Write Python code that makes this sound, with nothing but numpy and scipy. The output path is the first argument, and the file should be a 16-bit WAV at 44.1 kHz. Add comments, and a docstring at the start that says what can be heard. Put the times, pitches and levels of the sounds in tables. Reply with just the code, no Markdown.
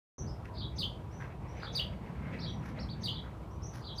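"""Small birds in a garden

A near bird whistles sharp falling chirps, a farther one answers, and others add arched notes and thin
high whistles. Each call is one gliding tone, scattered by walls and foliage. Underneath lie a low
outdoor rumble, airy rustle and soft noise scuffs, like slow steps some way off."""
import sys
import numpy as np
from scipy import signal
from scipy.fft import rfft, irfft
from scipy.io import wavfile

SR = 44100
rng = np.random.default_rng(int(sys.argv[2]) if len(sys.argv) > 2 else 0)


def wav_out(sig):
    """Save sig, one row per channel (or a flat mono array), as 16-bit PCM at SR to the path in sys.argv[1]."""
    wavfile.write(sys.argv[1], SR, np.round(np.clip(np.atleast_2d(sig).T, -1, 1) * 32767).astype(np.int16))


N = 176400


def undb(db):
    """Decibels to gain."""
    return 10 ** (np.asarray(db) / 20)


def curve(t, rows, column=1):
    """One column of a table, joined by straight lines."""
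    rows = np.array(rows, float)
    return np.interp(t, rows[:, 0], rows[:, column])


def walk(rate):
    """Random drift with a spread near 1, heading for a new value `rate` times a second."""
    return 1.2 * np.interp(np.arange(N) * rate / SR, np.arange(8192), rng.standard_normal(8192))


def noise(points):
    """Noise of rms 1, coloured by (frequency [Hz], level [dB]) points; 24 dB/octave skirts."""
    hz, db = np.array(points, float).T
    octave, known = np.log2(np.arange(N // 2 + 1) * SR / N + 1), np.log2(hz)
    outside = np.abs(octave - np.clip(octave, known[0], known[-1]))
    colour = undb(np.interp(octave, known, db) - 24 * outside)
    x = irfft(rfft(rng.standard_normal(N)) * colour, N)
    return x / np.sqrt(np.mean(x ** 2))


def flicker(x, depth_db=2, rate_hz=28):
    """Third-octave bands from 250 Hz up flicker independently; the treble holds steady."""
    spectrum, hz = rfft(x), np.arange(N // 2 + 1) * SR / N
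    place = np.minimum(3 * np.log2(np.maximum(hz / 250, 1)), 11)
    bands = [irfft(spectrum * np.maximum(1 - np.abs(place - k), 0), N) for k in range(12)]
    return sum(band * undb(depth_db * walk(rate_hz)) for band in bands[:-1]) + bands[-1]


def garden(x, wet_db):
    """Direct sound, a few wall echoes, quick scatter from foliage and a faint long tail."""
    # wall echoes (delay [s], level within the reverb [dB])
    echoes = [(.0031, -8), (.0062, -10), (.0125, -10), (.0235, -11)]
    t = np.arange(SR // 2) / SR
    build_up = 1 - np.exp(-(t / .0071) ** 2)
    response = np.zeros(len(t))
    for db, t60 in ((0, .23), (-11.5, .41)):  # scatter, then tail
        tail = rng.standard_normal(len(t)) * np.exp(-np.log(1000) * t / t60) * build_up
        response += undb(db) * tail / np.linalg.norm(tail)
    for delay, db in echoes:
        response[int(delay * SR)] += undb(db)
    response *= undb(wet_db)
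    response[0] = 1  # direct path
    return signal.fftconvolve(x, response / np.linalg.norm(response))[:N]


def rumble(t):
    """The low bed: drifting noise, one broad swell and a faint, wavering hum."""
    # rumble spectrum (frequency [Hz], relative level [dB])
    colour = [(25, -38), (40, -10.5), (62, -1), (80, -2), (120, -0.5), (200, -8.5), (270, -17), (420, -20)]
    # rumble envelope (time [s], level [dB])
    fader = [(.5, -43), (.77, -40), (1.0, -40.5), (1.9, -45.5), (2.4, -43), (4, -44)]
    # hum tones (frequency [Hz], level [dB])
    hums = [(63, -49), (322, -61.5)]
    bed = noise(colour) * undb(curve(t, fader) + 1.6 * walk(14))
    swell_hz = 176.3
    swell = noise([(swell_hz / 1.49, -2), (swell_hz, 0), (swell_hz * 1.26, -5)])
    swell *= undb(-41) * np.exp(-((t - 2.51) / .67) ** 2)
    hum = sum(undb(db + 2 * walk(3.74)) * np.sin(2 * np.pi * hz * t + .61 * walk(5.4))
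              for hz, db in hums)
    return bed + swell + hum


def outdoor_air(t):
    """Flickering air, a midrange rustle that comes and goes, and one faint far note."""
    # air spectrum (frequency [Hz], relative level [dB])
    air_colour = [(250, -3), (400, 5), (1000, 3.5), (1400, -6), (2000, -17.5), (3000, -18.5), (5000, -25.5),
                  (15000, -35)]
    # rustle spectrum (frequency [Hz], relative level [dB])
    rustle_colour = [(500, 14), (1000, -2), (2200, 4.5), (3000, -6.5), (9000, -30.5)]
    # rustle envelope (time [s], level [dB])
    rustle_fader = [(.85, -66), (1.3, -61.5), (1.75, -57.5), (2.0, -60.5), (2.3, -56.5), (2.75, -56.5),
                    (3.1, -63.5), (3.5, -71.5)]
    air = noise(air_colour) * undb(-53.5 + .5 * walk(13))
    rustle = noise(rustle_colour) * undb(curve(t, rustle_fader) + 3.1 * walk(24.78))
    note = np.sin(2 * np.pi * 2130 * t + walk(60))
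    note *= undb(-56) * np.exp(-((t - 2.266) / .074) ** 2)
    return garden(flicker(air + rustle) + note, wet_db=-12.5)


def scuffs(t, width_octaves=.4, rise_s=.022, grain_db=3.5):
    """Grainy scrapes of band noise with grit on top, and two short ringing snaps."""
    # scrapes (start [s], length [s], level [dB], centre [Hz], relative grit level [dB])
    scrapes = [(0.438, 0.051, -56.5, 1910, -18), (1.193, 0.087, -49.5, 1600, -24.5),
               (1.284, .06, -60.5, 2050, -29), (1.607, 0.089, -51.5, 1420, -25),
               (2.137, 0.21, -58, 1610, -35), (2.625, 0.089, -52, 1600, -14.5),
               (2.741, 0.071, -53.5, 1860, -29), (3.232, 0.057, -55, 1520, -27),
               (3.725, 0.084, -55, 1540, -5.5)]
    # grit spectrum (frequency [Hz], relative level [dB])
    grit_colour = [(3000, -3), (6000, 5.5), (8000, -21), (10000, -4), (15000, -15)]
    # snaps (time [s], peak level [dB], ring [Hz], t60 [s])
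    snaps = [(1.6331, -28, 1470, 0.0087), (1.654, -40, 1740, .014)]
    out, grit = np.zeros(N), noise(grit_colour)
    for start, length, db, hz, grit_db in scrapes:
        age = np.maximum(t - start, 0)
        envelope = np.minimum(age / rise_s, 1) * np.exp(-(age / length) ** 4)
        body = noise([(hz / 2 ** (2 * width_octaves), -3), (hz, 0), (hz * 2 ** width_octaves, -6)])
        out += envelope * undb(db + grain_db * walk(250)) * (body + undb(grit_db) * grit)
    for start, db, hz, t60 in snaps:
        age = np.maximum(t - start, 0)
        decay = np.exp(-np.log(1000) * np.minimum(age / t60, 10))
        out += undb(db) * np.sin(2 * np.pi * hz * age) * decay
    return garden(out, wet_db=-10.5)


def beak_overtones(hz, phase):
    """Overtones sweep through the beak's resonances; the tone gets purer as the pitch falls."""
    # beak resonances (frequency [Hz], gain [dB])
    beak = [(7000, -4), (9600, 0), (10400, -15), (11200, 5.5), (13600, 0), (14800, -1), (17000, -30)]
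    # harmonics 2 to 5 (level before shaping [dB])
    harmonics = [-20.5, -26.5, -40, -18]
    brightness_db = 11 * np.log2(hz / hz.max())
    return sum(undb(db + brightness_db + curve(k * hz, beak)) * np.sin(k * phase)
               for k, db in enumerate(harmonics, 2))


def call(t, shape, start, db, pitch=1, stretch=1, waver=.021, bright=False):
    """One gliding whistle, its contour transposed and stretched, unsteady in pitch and level."""
    flutter_hz, flutter_db = 600, 2.5
    age = (t - start) / stretch
    gate = np.clip(np.minimum(age, shape[-1][0] - age) / .002, 0, 1)
    on = gate > 0
    hz = pitch * curve(age[on], shape) * (1 + waver * walk(flutter_hz)[on])
    phase = 2 * np.pi * np.cumsum(hz) / SR
    tone = np.sin(phase)
    if bright:
        tone += beak_overtones(hz, phase)
    level_db = db + curve(age[on], shape, column=2) + flutter_db * walk(flutter_hz)[on]
    out = np.zeros(N)
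    out[on] = np.sqrt(2) * tone * undb(level_db)
    return out * gate


def lisp(t, time, hz, db, width_s=.016):
    """The short, narrow hiss that opens a chirp."""
    band = noise([(hz * .9, -3), (hz, 0), (hz * 1.04, -2), (hz * 1.12, -30)])
    return band * undb(db) * np.exp(-((t - time) / width_s) ** 2)


def far_birds(t):
    """Answering chirps, arched notes and thin whistles, their overtones lost on the way."""
    # chirp contour (time into call [s], pitch [Hz], relative level [dB])
    chirp_shape = [(0, 3300, -7), (.008, 4250, -2), (.018, 4750, -1), (.039, 3750, -1), (.046, 3100, -14),
                   (.051, 3350, 0), (.067, 3950, -1), (.073, 3380, 1), (.080, 3220, -3)]
    # chirps (start [s], level [dB])
    chirp_cues = [(.569, -44.5), (1.619, -49), (2.415, -45), (3.106, -47), (3.84, -46.5)]
    # arch contour (time into call [s], base pitch [Hz], relative level [dB])
    arch_shape = [(0, 3800, -2), (.009, 4490, 3), (.018, 5530, 2), (.026, 5700, 2), (.038, 5100, 0.5),
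                  (.051, 4100, 1.5)]
    # arched notes (start [s], level [dB], pitch [ratio], stretch [ratio])
    arch_cues = [(2.387, -57.5, .97, 0.98), (2.786, -54, 0.98, 1.02), (2.886, -54, .82, 1.05)]
    # whistle contour (time into call [s], base pitch [Hz], relative level [dB])
    thin_shape = [(0, 5400, -9), (.018, 6150, 0), (.07, 6200, -3), (.1, 6100, -12)]
    # whistles (start [s], level [dB], pitch [ratio], stretch [ratio], buzzy waver [share of pitch])
    thin_cues = [(0.145, -48, 0.97, 0.9, 0.033), (.265, -58.5, 0.83, 0.84, 0.051),
                 (1.109, -64.5, 0.96, 1.2, .02), (1.475, -66.5, 0.93, 0.66, 0.017),
                 (1.56, -64.5, .97, 0.47, .015), (2.457, -65.5, 0.94, 1.35, .008),
                 (3.5, -70, .95, 0.67, .015), (3.62, -52.5, 0.97, 1.03, 0.036)]
    chirps = sum(call(t, chirp_shape, start, db) + lisp(t, start - .011, hz=4840, db=db - 10.5)
                 for start, db in chirp_cues)
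    arches = sum(call(t, arch_shape, *cue) for cue in arch_cues)
    whistles = sum(call(t, thin_shape, *cue) for cue in thin_cues)
    calls = garden(chirps, wet_db=1.5) + garden(arches, wet_db=-4.5) + garden(whistles, wet_db=-4.5)
    return signal.sosfilt(signal.butter(4, 7500, fs=SR, output="sos"), calls)


def near_bird(t):
    """Bright falling chirps that end in a small hook, each opened by a high lisp."""
    # chirp contour (time into call [s], base pitch [Hz], relative level [dB])
    shape = [(0, 3250, -15), (.010, 5000, -2), (.024, 4550, 0), (.030, 3900, 0), (.040, 3700, -1),
             (.048, 2750, -19), (.052, 3000, 4), (.057, 3200, 4), (.064, 3580, -3), (.080, 3020, -6)]
    # chirps (start [s], level [dB])
    cues = [(.780, -35.5), (1.745, -35), (3.032, -36.5), (3.974, -39)]
    out = np.zeros(N)
    for start, db in cues:
        chirp = call(t, shape, start, db, pitch=.98, bright=True)
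        hiss = lisp(t, start - .002, hz=6200, db=db - 17.5)
        out += garden(chirp + hiss, wet_db=-2.5)
    return out


def scene():
    """Birds and scuffs over the garden's bed of rumble and air, in mono."""
    t = np.arange(N) / SR
    return (near_bird(t) + far_birds(t) + scuffs(t) + rumble(t) + outdoor_air(t))[None]


def record(dry, start_s=.181, top_hz=15400):
    """The sound cuts in after a moment of silence; a steep low-pass trims the top."""
    gate = np.clip((np.arange(N) / SR - start_s) / .002, 0, 1)
    return signal.sosfilt(signal.ellip(10, .2, 70, top_hz, fs=SR, output="sos"), dry * gate)


dry = scene()
out = record(dry)
wav_out(out)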